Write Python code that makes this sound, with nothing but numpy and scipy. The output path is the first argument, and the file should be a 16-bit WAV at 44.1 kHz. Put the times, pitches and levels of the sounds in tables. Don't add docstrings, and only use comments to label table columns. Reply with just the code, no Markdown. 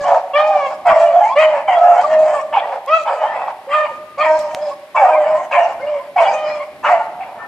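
import sys
import numpy as np
from scipy import signal
from scipy.fft import rfft, irfft, next_fast_len
from scipy.io import wavfile
from scipy.ndimage import uniform_filter1d, minimum_filter1d

SR = 44100
rng = np.random.default_rng(int(sys.argv[2]) if len(sys.argv) > 2 else 0)


def attenuation_scalar(level_db):
    decades = np.asarray(level_db, float) / 20
    return 10 ** decades


def put_to_file(sound):
    columns = np.atleast_2d(sound).T
    safe = np.clip(columns, -1, 1)
    whole_steps = np.round(safe * 32767)
    wavfile.write(sys.argv[1], SR, whole_steps.astype(np.int16))


N = 329427

# time_s, pitch_hz, level_db, octave_level_db
WIDE_HOWLS = [
    [(.328, 553.6, -21.5, -28.5), (.373, 599.7, -12.5, -12.5), (.5, 619.8, -13, -29),
     (.6, 576.8, -20.5, -24), (.67, 539.4, -24.5, -22), (.71, 541.8, -38, -40)],
    [(1.35, 538.8, -27, -33.5), (1.375, 587, -7, -19), (1.402, 618.5, -8, -18), (1.425, 631.2, -9.5, -31),
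     (1.528, 611.3, -12.5, -46), (1.58, 553.6, -24.5, -37), (1.61, 566, -30.5, -42)],
    [(2.865, 505.1, -34.5, -34), (2.905, 613.3, -13.5, -19.5), (2.94, 657.5, -12.5, -8.5),
     (2.97, 650.5, -15.5, -15), (3.0, 613, -23, -25.5), (3.04, 597, -31, -37)],
    [(3.668, 529.3, -28, -52), (3.74, 599.7, -23.5, -14), (3.77, 610.3, -18, -15),
     (3.8, 610.4, -15.5, -12.5), (3.85, 602.8, -21, -19.5), (3.875, 591, -33, -37.5)],
    [(4.17, 537.2, -31, -35.5), (4.215, 610.5, -16.5, -12), (4.26, 621.9, -16.5, -27),
     (4.32, 624, -9.5, -38), (4.42, 614.3, -18, -46), (4.5, 589.7, -29.5, -51.5)],
]
THROAT_RING_DB = [-1.5, 5, -5, -9, -4.5]
WIDE_OVERTONES_DB = [0.5, -16, -8.5]
# start_s, length_s, top_pitch_hz, level_db, overtones_db
NARROW_HOWLS = [(-.05, .25, 582.8, -16, -15.5), (0.93, .22, 607.4, -13.5, -17),
                (2.03, .345, 636, -8.5, -30), (2.36, .045, 600, -15, -20), (2.4, .07, 610, -18, -20),
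                (3.03, .49, 626.3, -27, -13), (4.56, .17, 608.6, -16.5, -22), (5.03, .24, 630.5, -9, -22),
                (5.235, .16, 641.8, -6.5, -32.5), (5.517, .09, 600, -11.5, -23), (5.82, .18, 605, -14, -23),
                (6.218, .44, 620.5, -19.5, -11), (6.852, .12, 621.5, -17, -22)]
# scoop_share, scoop_s, sag_share, rise_s, fade_db, closing_db
NARROW_ARCH = (0.09, 0.03, 0.0747, 0.1446, -11.5, -4)
NARROW_OVERTONES_DB = [0, -12.5, -7]
# start_s, length_s, first_pitch_hz, last_pitch_hz, level_db
YELPS = [(.04, .16, 792.9, 641.2, -14.5), (.37, .12, 736, 822, -19), (.47, .15, 826.2, 759.2, -15),
         (.845, .12, 780.2, 624.1, -9), (.95, .2, 650.3, 680, -10), (1.675, .15, 799, 669, -11),
         (1.795, .22, 680, 710.4, -8), (2.525, .035, 681, 951, -10.5), (2.555, .04, 861, 778.2, -9.5),
         (3.225, .045, 859.6, 829, -11), (4.96, .06, 1000, 830, -13), (5.0, .11, 880, 700, -8),
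         (5.56, .12, 700.1, 670.9, -13), (6.155, .1, 783.7, 668.2, -10), (6.24, .11, 763.1, 799.9, -13.5),
         (6.895, .1, 799.4, 660.7, -12), (6.99, 0.055, 860, 920, -16.5), (7.185, .08, 802.7, 753.4, -26.5)]
# start_s, length_s, first_pitch_hz, last_pitch_hz, level_db
WHINES = [(1.29, .07, 960, 1130, -19), (3.87, .06, 950, 900, -27), (3.86, 0.083, 680, 510, -33),
          (1.2, .11, 770, 950, -13), (1.955, .08, 760, 960, -17), (4.52, 0.22, 700, 820, -31.5),
          (5.075, .06, 950, 940, -19), (5.13, .05, 930, 1100, -17), (5.31, .11, 960, 1050, -25),
          (1.76, 0.18, 1300, 1300, -26), (6.222, 0.027, 3400, 3560, -34.5),
          (6.24, 0.045, 3350, 3250, -33.5), (6.23, .06, 2900, 2850, -33), (5.785, .04, 1350, 1560, -38),
          (5.79, .08, 510, 590, -29), (1.13, .075, 680, 700, -6.5), (1.2, .045, 690, 700, -11),
          (5.04, 0.066, 1200, 1260, -21), (2.032, .033, 1170, 1175, -13), (4.7, .04, 1050, 1100, -26.5),
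          (6.17, .05, 880, 1000, -15), (2.33, .1, 1180, 1090, -24)]
# start_s, length_s, first_pitch_hz, last_pitch_hz, level_db
SQUEALS = [
    (4.21, .09, 1094, 940, -25),
    (6.59, .055, 1071, 1101, -30),
    (4.955, .05, 1134, 1133, -24),
    (6.165, .05, 1123, 1090, -25.5),
]
# start_s, end_s, half_pitch_hz, line_1_db, line_3_db, line_5_db
DOUBLED = [
    (4.24, 4.39, 311, -40, -15, -31),
    (5.08, 5.25, 318, -43, -34, -38),
]
# start_s, length_s, first_hz, last_hz, level_db
OVERTONE_FLARES = [(0, 0.0537, 1714, 1673, -33.5), (0.031, 0.049, 1080, 1131, -24),
                   (0.851, 0.0302, 2103, 2303, -38.5), (0.89, 0.0505, 1152, 1129, -15.5),
                   (1.0, 0.051, 853, 901.4, -23), (1.0, 0.073, 1800, 1746, -34.5),
                   (1.05, 0.05, 2344, 2329, -41.5), (1.054, 0.0414, 2880, 2883, -40),
                   (1.675, 0.025, 2242, 2394, -28.5), (1.674, 0.0245, 2998, 3173, -36),
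                   (1.751, 0.0283, 3269, 3380, -39), (1.829, 0.073, 1667, 1703, -34),
                   (1.96, 0.0613, 2084, 2334, -36), (1.969, 0.056, 2988, 3220, -42),
                   (2.1, 0.1025, 1880, 1825, -37), (2.299, 0.124, 1788, 1767, -36.5),
                   (2.37, 0.0456, 2303, 2195, -40), (2.534, 0.0203, 2192, 2289, -29),
                   (2.621, 0.036, 1921, 1921, -31), (3.065, 0.0247, 850, 953, -17.5),
                   (3.25, 0.11, 1810, 1790, -35), (4.201, 0.0295, 4242, 4197, -42),
                   (3.73, 0.12, 1800, 1815, -29), (4.958, 0.0355, 2692, 2594, -32),
                   (4.96, 0.05, 2278, 2250, -26), (5.04, 0.043, 1868, 1892, -30.5),
                   (5.101, 0.066, 1580, 1579, -32.5), (5.125, 0.0392, 2373, 2361, -28.5),
                   (5.15, 0.035, 2145, 2142, -32), (5.23, 0.051, 1721, 1771, -34),
                   (5.37, 0.0515, 1030, 1080, -24), (5.53, 0.0412, 1856, 1834, -26),
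                   (5.695, 0.0278, 829.3, 833.6, -22.5), (5.809, 0.0398, 2118, 2211, -36),
                   (6.16, 0.052, 2270, 2218, -28), (6.26, 0.049, 2327, 2328, -27),
                   (6.499, 0.0603, 2460, 2333, -32), (6.84, 0.046, 2900, 2850, -31),
                   (6.99, 0.0513, 1416, 1436, -31), (5.984, 0.0427, 1029, 1011, -29.5)]
# start_s, length_s, first_hz, last_hz, level_db
MORE_OVERTONE_FLARES = [(.04, .03, 2800, 3300, -42), (.09, .11, 1000, 880, -19), (.1, .09, 770, 720, -14),
                        (.333, .03, 2750, 2900, -30), (.333, .03, 3300, 3400, -35), (.36, .055, 3000, 3050, -28),
                        (.39, .045, 3600, 3700, -37), (4.943, .035, 1100, 960, -18), (4.6, .1, 5050, 5120, -49),
                        (1.41, .06, 3300, 2900, -31), (.34, .07, 2230, 2450, -26), (.345, .05, 1720, 1850, -27),
                        (1.22, .1, 1950, 2500, -33), (1.3, .05, 3200, 3400, -44), (1.91, .05, 1350, 1300, -26),
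                        (2.41, .025, 1200, 1150, -27), (2.875, .025, 2700, 2850, -39),
                        (2.875, .025, 3300, 3450, -39), (3.07, .025, 3050, 3050, -38),
                        (3.07, .02, 3450, 3450, -41), (4.195, .13, 1830, 1870, -28),
                        (5.61, .06, 2900, 2750, -38), (5.86, .04, 2750, 2900, -43), (6.26, .08, 4750, 4950, -49),
                        (1.355, .055, 1680, 1850, -27), (6.33, .17, 3080, 3020, -43),
                        (6.43, .1, 4700, 5300, -51), (6.46, .1, 4100, 4250, -49), (7.375, .095, 1800, 1770, -36)]
# start_s, length_s, first_hz, last_hz, level_db
VOICE_BREAKS = [(0.06, 0.12, 836, 782.5, -16), (0.7, 0.04, 888.6, 889.5, -23.5),
                (0.871, 0.06, 1244, 1147, -15), (0.87, 0.06, 2262, 2253, -29.5),
                (0.88, 0.05, 3047, 2924, -34), (1.401, 0.06, 2640, 2236, -23.5),
                (1.42, 0.05, 1102, 950.4, -22), (1.701, 0.06, 2247, 2000, -30),
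                (1.961, 0.06, 1397, 1302, -28.5), (2.528, 0.04, 2600, 2950, -31),
                (2.545, 0.05, 894, 744.3, -15.5), (2.555, 0.055, 3090, 3380, -34),
                (2.749, 0.04, 772.6, 723, -24.5), (3.07, 0.05, 930.4, 925, -18),
                (3.469, 0.05, 953.6, 811.5, -22), (3.72, 0.04, 1401, 1504, -28.5),
                (3.719, 0.05, 2498, 2700, -32.5), (3.85, 0.025, 1001, 902, -24),
                (3.849, 0.025, 2300, 2300, -31.5), (4.19, 0.08, 2284, 2394, -29),
                (4.251, 0.25, 5310, 5410, -51), (4.26, 0.2, 4200, 4312, -51.5),
                (2.555, 0.055, 2500, 2300, -30), (4.95, 0.04, 1163, 1258, -23.5),
                (5.0, 0.08, 1297, 1103, -25), (5.51, 0.06, 2696, 2200, -23.5),
                (5.52, 0.05, 1122, 922, -21.5), (5.601, 0.067, 5910, 5680, -51),
                (6.84, 0.06, 1350, 1150, -18), (6.17, 0.05, 2582, 2506, -29.5),
                (6.2, 0.05, 5770, 5550, -49.5), (6.27, 0.065, 4880, 4810, -46),
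                (6.43, 0.17, 4870, 5330, -50), (6.835, 0.08, 1304, 800.7, -14),
                (6.84, 0.06, 2239, 2236, -27.5), (6.9, 0.1, 2200, 1813, -33.5),
                (7.201, 0.05, 2414, 2220, -39), (7.381, 0.09, 1190, 1240, -35.5)]
# start_s, length_s, effort_db, brightness_db, rasp_db
BARKS = [(.035, .14, -13, -8, -29.5), (.335, 0.19, -20, 3, -30), (.85, .24, -9, -3, -30.5),
         (1.355, 0.17, -19.5, 14, -21), (1.67, 0.16, -12, -0.5, -36), (2.52, .13, -11, -4, -52),
         (2.87, 0.18, -28, 10, -13.5), (3.05, .15, -10.5, -8, -36.5), (3.68, 0.31, -24.5, 5, -23),
         (4.175, .24, -18, 2.5, -24.5), (4.945, .22, -7.5, -7, -37), (5.505, .24, -9.5, -3, -36.5),
         (6.155, .26, -9.5, -6, -31.5), (6.825, .25, -11.5, -3, -35.5), (7.185, 0.16, -23.5, -4, -46.5)]
# start_s, length_s, effort_db, brightness_db, rasp_db
CLAMOUR = [(0.0, 0.053, -23.5, -8, -13.5), (.08, .14, -18, -22, -30), (.46, .3, -26, -13.5, -20),
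           (1.04, .31, -26.5, -8.5, -21), (1.45, .19, -19.5, -12.5, -35.5), (1.77, .29, -15, -18, -28.5),
           (2.03, .16, -24.5, -5, -20), (2.18, .25, -18.5, -15, -25), (2.6, .2, -19, -22.5, -46),
           (3.13, .4, -19, -15.5, -41.5), (4.36, .39, -30.5, -11, -18), (5.14, .33, -22, -12, -28.5),
           (5.79, .3, -34, -5, -21.5), (6.36, .3, -33, 0, -19), (7.29, 0.2, -31, -19.5, -41.5)]
# rise_s, fade_db, fade_bend, mouth_hz, mouth_sag_share, dulling_db
BARK_MOVE = (0.07, -20, 1.52, 920, 0.24, -16)
# rise_s, fade_db, fade_bend, mouth_hz, mouth_sag_share, dulling_db
CLAMOUR_MOVE = (0.096, -11, 5.0, 960, 0.046, -1)
# centre_hz, width_hz, level_db
THROAT = [(1190, 760, -8), (1854.8, 130, 2), (2222.3, 186, 1.5), (2806.4, 180, -5), (3116, 100, -5.5)]
# centre_hz, width_hz, level_db
TEETH = [(4250, 1900, 0.5), (5300, 580, -1), (6615, 2500, -2.5), (8400, 300, -26)]
# frequency_hz, t60_s
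WOODS_DECAY = [(300, 0.798), (700, 0.791), (1500, 0.55), (3000, 0.497), (8000, 0.688)]
# frequency_hz, share
PHASE_LEAD = [(60, .3), (600, .6), (2000, .2), (4000, .2), (9000, .1)]
# frequency_hz, side_minus_mid_db
STEREO_WIDTH = [(60, -8), (125, -12), (250, -5), (600, -26), (1000, -15), (2000, 0.5), (4000, -3),
                (8000, 0.5), (12000, 1)]
# frequency_hz, left_minus_right_db
PORT_LEAN = [(30, -3), (125, 1.5), (250, -.6), (1000, -1.2), (2500, 4), (5000, -7), (9000, 0), (13000, 2)]
# start_s, level_db, decay_s
TWIG = (4.548, -11, .001)
# start_s, level_db, pitch_hz, length_s
BUMPS = [
    (0.005, -42.5, 61.7, 0.012),
    (0.885, -44.5, 59.9, 0.02),
    (.906, -36.5, 60, .02),
    (1.399, -58, 90.8, .08),
    (4.385, -46, 164.7, 0.02),
]
# start_s, level_db, length_s, low_edge_hz
SNAPS = [(0.87, -41, 0.07, 2993), (1.385, -34.5, 0.1, 3013), (1.814, -46.5, 0.00771, 5100),
         (2.197, -56, .006, 3000), (3.622, -56, .008, 3007), (2.397, -47, 0.0068, 3430),
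         (2.862, -39, 0.006, 3040), (4.389, -33.5, 0.085, 2500), (6.212, -40, 0.054, 3020),
         (6.795, -48, 0.0054, 905), (4.511, -51.5, 0.007, 3207)]
# frequency_hz, density_db_per_hz
AIR_COLOUR = [(25, -37.5), (45, -23.5), (75, -1), (105, -5), (160, -1), (250, 1.5), (400, 3), (800, -7),
              (2000, -5), (4000, -14.5), (6300, -24.5), (8000, -25), (10000, -19), (14000, -25)]
# time_s, level_db
BREEZE = [
    (0, 1),
    (2.3, 1.5),
    (2.7, -5),
    (4.1, -4),
    (4.5, 1),
    (7.5, 1.5),
]

HOWL_FALL_DB, YELP_FALL_DB = 13, 22
QUIET_DB = -12
YELP_SETTLE, YELP_RISE_S, YELP_FADE_DB, YELP_OCTAVE_DB = 2.524, 0.016, -9, -29
WHINE_SETTLE, WHINE_OCTAVE_DB, SQUEAL_OCTAVE_DB = .1, -26, -3
MOUTH_WIDTH_HZ, BREAK_WIDTH_HZ = 493.4, 440
BARK_DB, STRANDS_DB = -2.5, -2
RASP_LINGER, OPENING_S, OPENING_DB = 0.647, 0.026, -12.5
WIDE_HZ_PER_DB = 11
WOODS_DB, AIR_DB = -10.5, -46
LOUD_DB = -21


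def pack():
    mix = np.zeros(N)
    howls = [wide_howl(*call) for call in zip(WIDE_HOWLS, THROAT_RING_DB)]
    howls += [narrow_howl(row, *NARROW_ARCH) for row in NARROW_HOWLS]
    for rows in howls:
        add(mix, *voice(rows, jitter=.009, shimmer_db=1.5, fall_db=HOWL_FALL_DB))
    for calls, settle, octave_db in [(YELPS, YELP_SETTLE, YELP_OCTAVE_DB),
                                     (WHINES, WHINE_SETTLE, WHINE_OCTAVE_DB),
                                     (SQUEALS, WHINE_SETTLE, SQUEAL_OCTAVE_DB)]:
        for row in calls:
            rows = yelp(row, settle, octave_db)
            add(mix, *voice(rows, jitter=.025, shimmer_db=2.6, fall_db=YELP_FALL_DB))
    for row in DOUBLED:
        add(mix, *doubled_folds(*row))
    for flares in (OVERTONE_FLARES, MORE_OVERTONE_FLARES):
        for row in flares:
            add(mix, *overtone_flare(*row))

    hoarse = np.zeros(N)
    for row in VOICE_BREAKS:
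        add(hoarse, *voice_break(*row))
    for calls, move in [(BARKS, BARK_MOVE), (CLAMOUR, CLAMOUR_MOVE)]:
        for row in calls:
            add(hoarse, *bark(bark_gesture(row, *move)))
    return mix + coloured(hoarse, lambda hz: 1 / np.sqrt(1 + (530 / (hz + 1)) ** 14))


def wide_howl(rows, ring_db):
    s, hz, db, octave_db = np.transpose(rows)
    upper = [octave_db + ring_db + step for step in WIDE_OVERTONES_DB[1:]]
    return np.transpose([s, hz, db, octave_db, *upper])


def narrow_howl(row, scoop, scoop_s, sag, rise_s, fade_db, closing_db):
    start, length, hz, db, open_db = row
    t = np.linspace(0, length, num=24)
    pitch = hz * (1 - scoop * np.exp(-t / scoop_s) - sag * (t / length) ** 2.5)
    level = db + effort(t, rise_s, fade_db, 3.99)
    mouth = open_db + closing_db * t / length - 12 * np.exp(-t / scoop_s)
    upper = [level + mouth + step for step in NARROW_OVERTONES_DB]
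    return np.transpose([start + t, pitch, level, *upper])


def yelp(row, settle, octave_db):
    start, length, first_hz, last_hz, db = row
    t = np.linspace(0, length, num=16)
    slide = np.expm1(-settle * t / length) / np.expm1(-settle)
    level = db + effort(t, YELP_RISE_S, YELP_FADE_DB, 5.01)
    return np.transpose([start + t, first_hz + (last_hz - first_hz) * slide, level, level + octave_db])


def voice(rows, jitter, shimmer_db, fall_db):
    s, (hz, *levels) = curves(rows)
    turns = np.cumsum(hz * (1 + jitter * wobble(len(hz), 150))) / SR
    levels += [levels[-1] - fall_db * k ** .6 for k in range(1, 8)]
    sound = np.zeros(len(hz))
    for k, db in enumerate(levels, 1):
        swell = attenuation_scalar(db + shimmer_db * np.sqrt(k) * wobble(len(hz), 90))
        sound += swell * np.sin(2 * np.pi * k * turns + k * k)
    return s, np.sqrt(2) * sound * fade(len(hz))


def doubled_folds(start, end, hz, *levels):
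    t = np.arange(0, end - start, 1 / SR)
    turns = np.cumsum(hz * (1 + 0.017 * wobble(len(t), 100))) / SR
    lines = sum(attenuation_scalar(db) * np.sin(2 * np.pi * (2 * k + 1) * turns) for k, db in enumerate(levels))
    return start, lines * signal.windows.tukey(len(t), .4)


def overtone_flare(start, length, first_hz, last_hz, db):
    hz = np.linspace(first_hz, last_hz, round(length * SR))
    turns = np.cumsum(hz * (1 + .012 * wobble(len(hz), 150))) / SR
    swell = attenuation_scalar(db + 2.5 * wobble(len(hz), 70)) * signal.windows.tukey(len(hz), .6)
    return start, np.sqrt(2) * swell * np.sin(2 * np.pi * turns)


def voice_break(start, length, first_hz, last_hz, db):
    hz = np.linspace(first_hz, last_hz, round(length * SR))
    slaps = rng.standard_normal(len(hz)) * attenuation_scalar(2.5 * wobble(len(hz), 250))
    sound = evened(resonate(slaps, hz, BREAK_WIDTH_HZ))
    return start, attenuation_scalar(db) * sound * signal.windows.tukey(len(hz), .5)


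def bark_gesture(row, rise_s, fade_db, bend, mouth_hz, sag, dulling_db):
    start, length, db, bright_db, rasp_db = row
    t = np.linspace(0, length, num=30)
    shape = effort(t, rise_s, fade_db, bend)
    opening = OPENING_DB * np.maximum(1 - t / OPENING_S, 0) + dulling_db * (t / length) ** 0.722
    mouth = (mouth_hz + WIDE_HZ_PER_DB * bright_db) * (1 - sag * t / length)
    return np.transpose([start + t, db + shape, mouth, bright_db + opening, rasp_db - RASP_LINGER * shape])


def bark(rows):
    s, (effort_db, mouth_hz, bright_db, rasp_db) = curves(rows)
    count = len(effort_db)
    turns = np.cumsum(.37 * mouth_hz * (1 + .08 * wobble(count, 60))) / SR
    pulses = np.diff(np.floor(turns), prepend=0) * (1 + 0.49 * rng.standard_normal(count))
    puffs = evened((.5 + np.exp(-(turns % 1) / .3)) * rng.standard_normal(count))
    drive = (.5 * evened(pulses) + .5 * puffs) * attenuation_scalar(2.0 * wobble(count, 35))
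    mouth = evened(resonate(drive, mouth_hz, MOUTH_WIDTH_HZ))
    throat = restless(drive, THROAT, drift=.05, swing_db=4.0)
    rasp = restless(drive, TEETH, drift=.07, swing_db=3.5)
    sound = mouth + attenuation_scalar(STRANDS_DB) * strands(mouth_hz, bright_db)
    sound += attenuation_scalar(bright_db) * throat + attenuation_scalar(rasp_db) * rasp
    return s, attenuation_scalar(effort_db + BARK_DB) * sound * fade(count)


def restless(drive, modes, drift, swing_db):
    count, sound = len(drive), 0
    for k, (hz, width, db) in enumerate(modes):
        swell = attenuation_scalar(db + swing_db * wobble(count, 16))
        wandering_hz = hz * (1 + drift * wobble(count, 7.5))
        sound = sound + (-1) ** k * swell * resonate(drive, wandering_hz, width)
    return evened(sound)


def strands(mouth_hz, bright_db):
    count, sound = len(mouth_hz), 0
    upper_gain = attenuation_scalar(np.minimum(bright_db, -4) - 5)
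    for ratio in rng.uniform([.72, .92, 1.12], [.88, 1.08, 1.35]):
        unsteady = 1 + .04 * wobble(count, 9) + .03 * wobble(count, 120)
        turns = np.cumsum(ratio * mouth_hz * unsteady) / SR
        upper = 0
        for k in (2, 3):
            throat = 1 / (1 + (k * ratio * mouth_hz / 2700) ** 10)
            upper = upper + throat * np.sin(2 * np.pi * k * turns)
        sound = sound + attenuation_scalar(5.0 * wobble(count, 16)) * (np.sin(2 * np.pi * turns) + upper_gain * upper)
    return evened(sound)


def effort(t, rise_s, fade_db, bend):
    return QUIET_DB * np.maximum(1 - t / rise_s, 0) + fade_db * (t / t[-1]) ** bend


def woods(x):
    tail, other = (attenuation_scalar(WOODS_DB) * scatter(0.684) for _ in range(2))
    alike = x + signal.fftconvolve(x, tail)[:N]
    other[:SR] += scatter(18)[:SR]
    return alike, signal.fftconvolve(x, other)[:N]


def scatter(speed):
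    taps = np.zeros(2 * SR)
    at = np.arange(300, 2 * SR - 20, 20)
    taps[at + rng.integers(0, 20, len(at))] = rng.choice([-1., 1.], len(at))
    hz, t, z = signal.stft(taps, SR, nperseg=256)
    decay = attenuation_scalar(-60 * speed * t / read(WOODS_DECAY, hz)[:, None])
    tail = signal.istft(z * decay, SR, nperseg=256)[1]
    return tail / np.linalg.norm(tail)


def twig():
    s, db, decay = TWIG
    t, mix = np.arange(0, 8 * decay, 1 / SR), np.zeros(N)
    splinter = 3.2 * np.exp(-t * 14000) + .5 * rng.standard_normal(len(t))
    add(mix, s, attenuation_scalar(db) * splinter * np.exp(-t / decay))
    return coloured(mix, lambda hz: hz / (hz + 90) / np.sqrt(1 + (hz / 5000) ** 3))


def handling():
    mix = np.zeros((2, N))
    for s, db, hz, length in BUMPS:
        t = np.arange(0, 3 * length, 1 / SR)
        shape = t / length * np.exp(-3 * t / length)
        thud = resonate(rng.standard_normal(len(t)), hz, 6.3 * hz)
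        for side in mix:
            add(side, s, attenuation_scalar(db) * evened(thud * shape))
    for s, db, length, low_hz in SNAPS:
        t = np.arange(0, 2 * length, 1 / SR)
        edge = signal.butter(2, [low_hz, 13000], "band", fs=SR)
        for side in mix:
            crackle = rng.standard_normal(len(t)) * np.exp(-4 * t / length) * attenuation_scalar(5.1 * wobble(len(t), 1500))
            add(side, s, attenuation_scalar(db) * signal.lfilter(*edge, crackle))
    return mix


def air():
    noise = coloured(rng.standard_normal((2, N)), lambda hz: attenuation_scalar(read(AIR_COLOUR, hz)))
    low = coloured(noise, lambda hz: 1 / (1 + (hz / 450) ** 4))
    breeze_db = np.interp(np.arange(N) / SR, *np.transpose(BREEZE))
    lumps = attenuation_scalar(3.0 * wobble(N, 7) + breeze_db)
    return attenuation_scalar(AIR_DB) * evened(noise + (lumps - 1) * low)


def evened(x):
    return x / np.sqrt(np.mean(x ** 2) + 1e-20)


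def read(points, hz):
    f, value = np.transpose(points)
    return np.interp(np.log(hz + 1), np.log(f + 1), value)


def add(mix, s, sound):
    sound = sound[max(round(-s * SR), 0):]
    part = mix[max(round(s * SR), 0):][:len(sound)]
    part += sound[:len(part)]


def curves(rows):
    s, *columns = np.transpose(rows)
    t = np.arange(s[0], s[-1], 1 / SR)
    return s[0], [np.interp(t, s, c) for c in columns]


def wobble(count, per_s):
    span = max(round(SR / per_s), 2)
    return evened(uniform_filter1d(uniform_filter1d(rng.standard_normal(count), span), span))


def resonate(x, hz, width):
    turn = np.exp(2j * np.pi * np.cumsum(hz * np.ones(len(x))) / SR)
    r = np.exp(-np.pi * width / SR)
    smooth = signal.lfilter([(1 - r) ** 2], [1, -2 * r, r * r], x * turn.conj())
    return 2 * (turn * smooth).real


def coloured(x, gain):
    size = next_fast_len(x.shape[-1], True)
    return irfft(rfft(x, size) * gain(np.fft.rfftfreq(size, 1 / SR)), size)[..., :x.shape[-1]]


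def fade(count):
    t = np.arange(count) / SR
    return np.sin(np.pi / 2 * np.minimum(1, t / .013) * np.minimum(1, t[::-1] / .015)) ** 2


def scene():
    alike, unlike = np.array(woods(pack())) + air()
    lead = lambda hz: np.clip(read(PHASE_LEAD, hz), 0, 1)
    side = coloured(alike, lambda hz: 1j * attenuation_scalar(read(STEREO_WIDTH, hz)) * lead(hz))
    side += coloured(unlike, lambda hz: attenuation_scalar(read(STEREO_WIDTH, hz)) * np.sqrt(1 - lead(hz) ** 2))
    return np.array([alike + side, alike - side]) + handling() + twig()


def starved(x):
    hz, t, z = signal.stft(x, SR, nperseg=1024)
    level_db = 10 * np.log10((abs(z) ** 2).sum((0, 1)) + 1e-12)
    patches = uniform_filter1d(rng.standard_normal((len(t), len(hz))), size=6, axis=1)
    patches = evened(uniform_filter1d(patches, size=3, axis=0)).T
    bar = np.clip(.25 * (level_db - LOUD_DB), -.3, 2.1)
    edge_hz = 8800 + 300 * evened(uniform_filter1d(rng.standard_normal(len(t)), size=4))
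    dropped = (hz[:, None] > edge_hz) * (patches < bar) * (abs(t - TWIG[0]) > .012)
    return signal.istft(z * (1 - .97 * dropped), SR, nperseg=1024)[1][:, :N]


def top_cut(x):
    return signal.sosfilt(signal.butter(12, 14600, fs=SR, output="sos"), x)


def record(dry):
    top_edge = lambda hz: 1 / np.sqrt(1 + (hz / 14600) ** 60)
    lean = lambda hz: attenuation_scalar(np.outer([.5, -.5], read(PORT_LEAN, hz))) * top_edge(hz)
    ports = coloured(dry, lean)
    room = minimum_filter1d(1 / np.maximum(abs(ports).max(0), 1), size=301)
    held = np.clip(1.03 * ports * uniform_filter1d(room, size=301), -1, 1)
    mix = starved(held)
    return top_cut(mix)


dry = scene()
out = record(dry)
put_to_file(out)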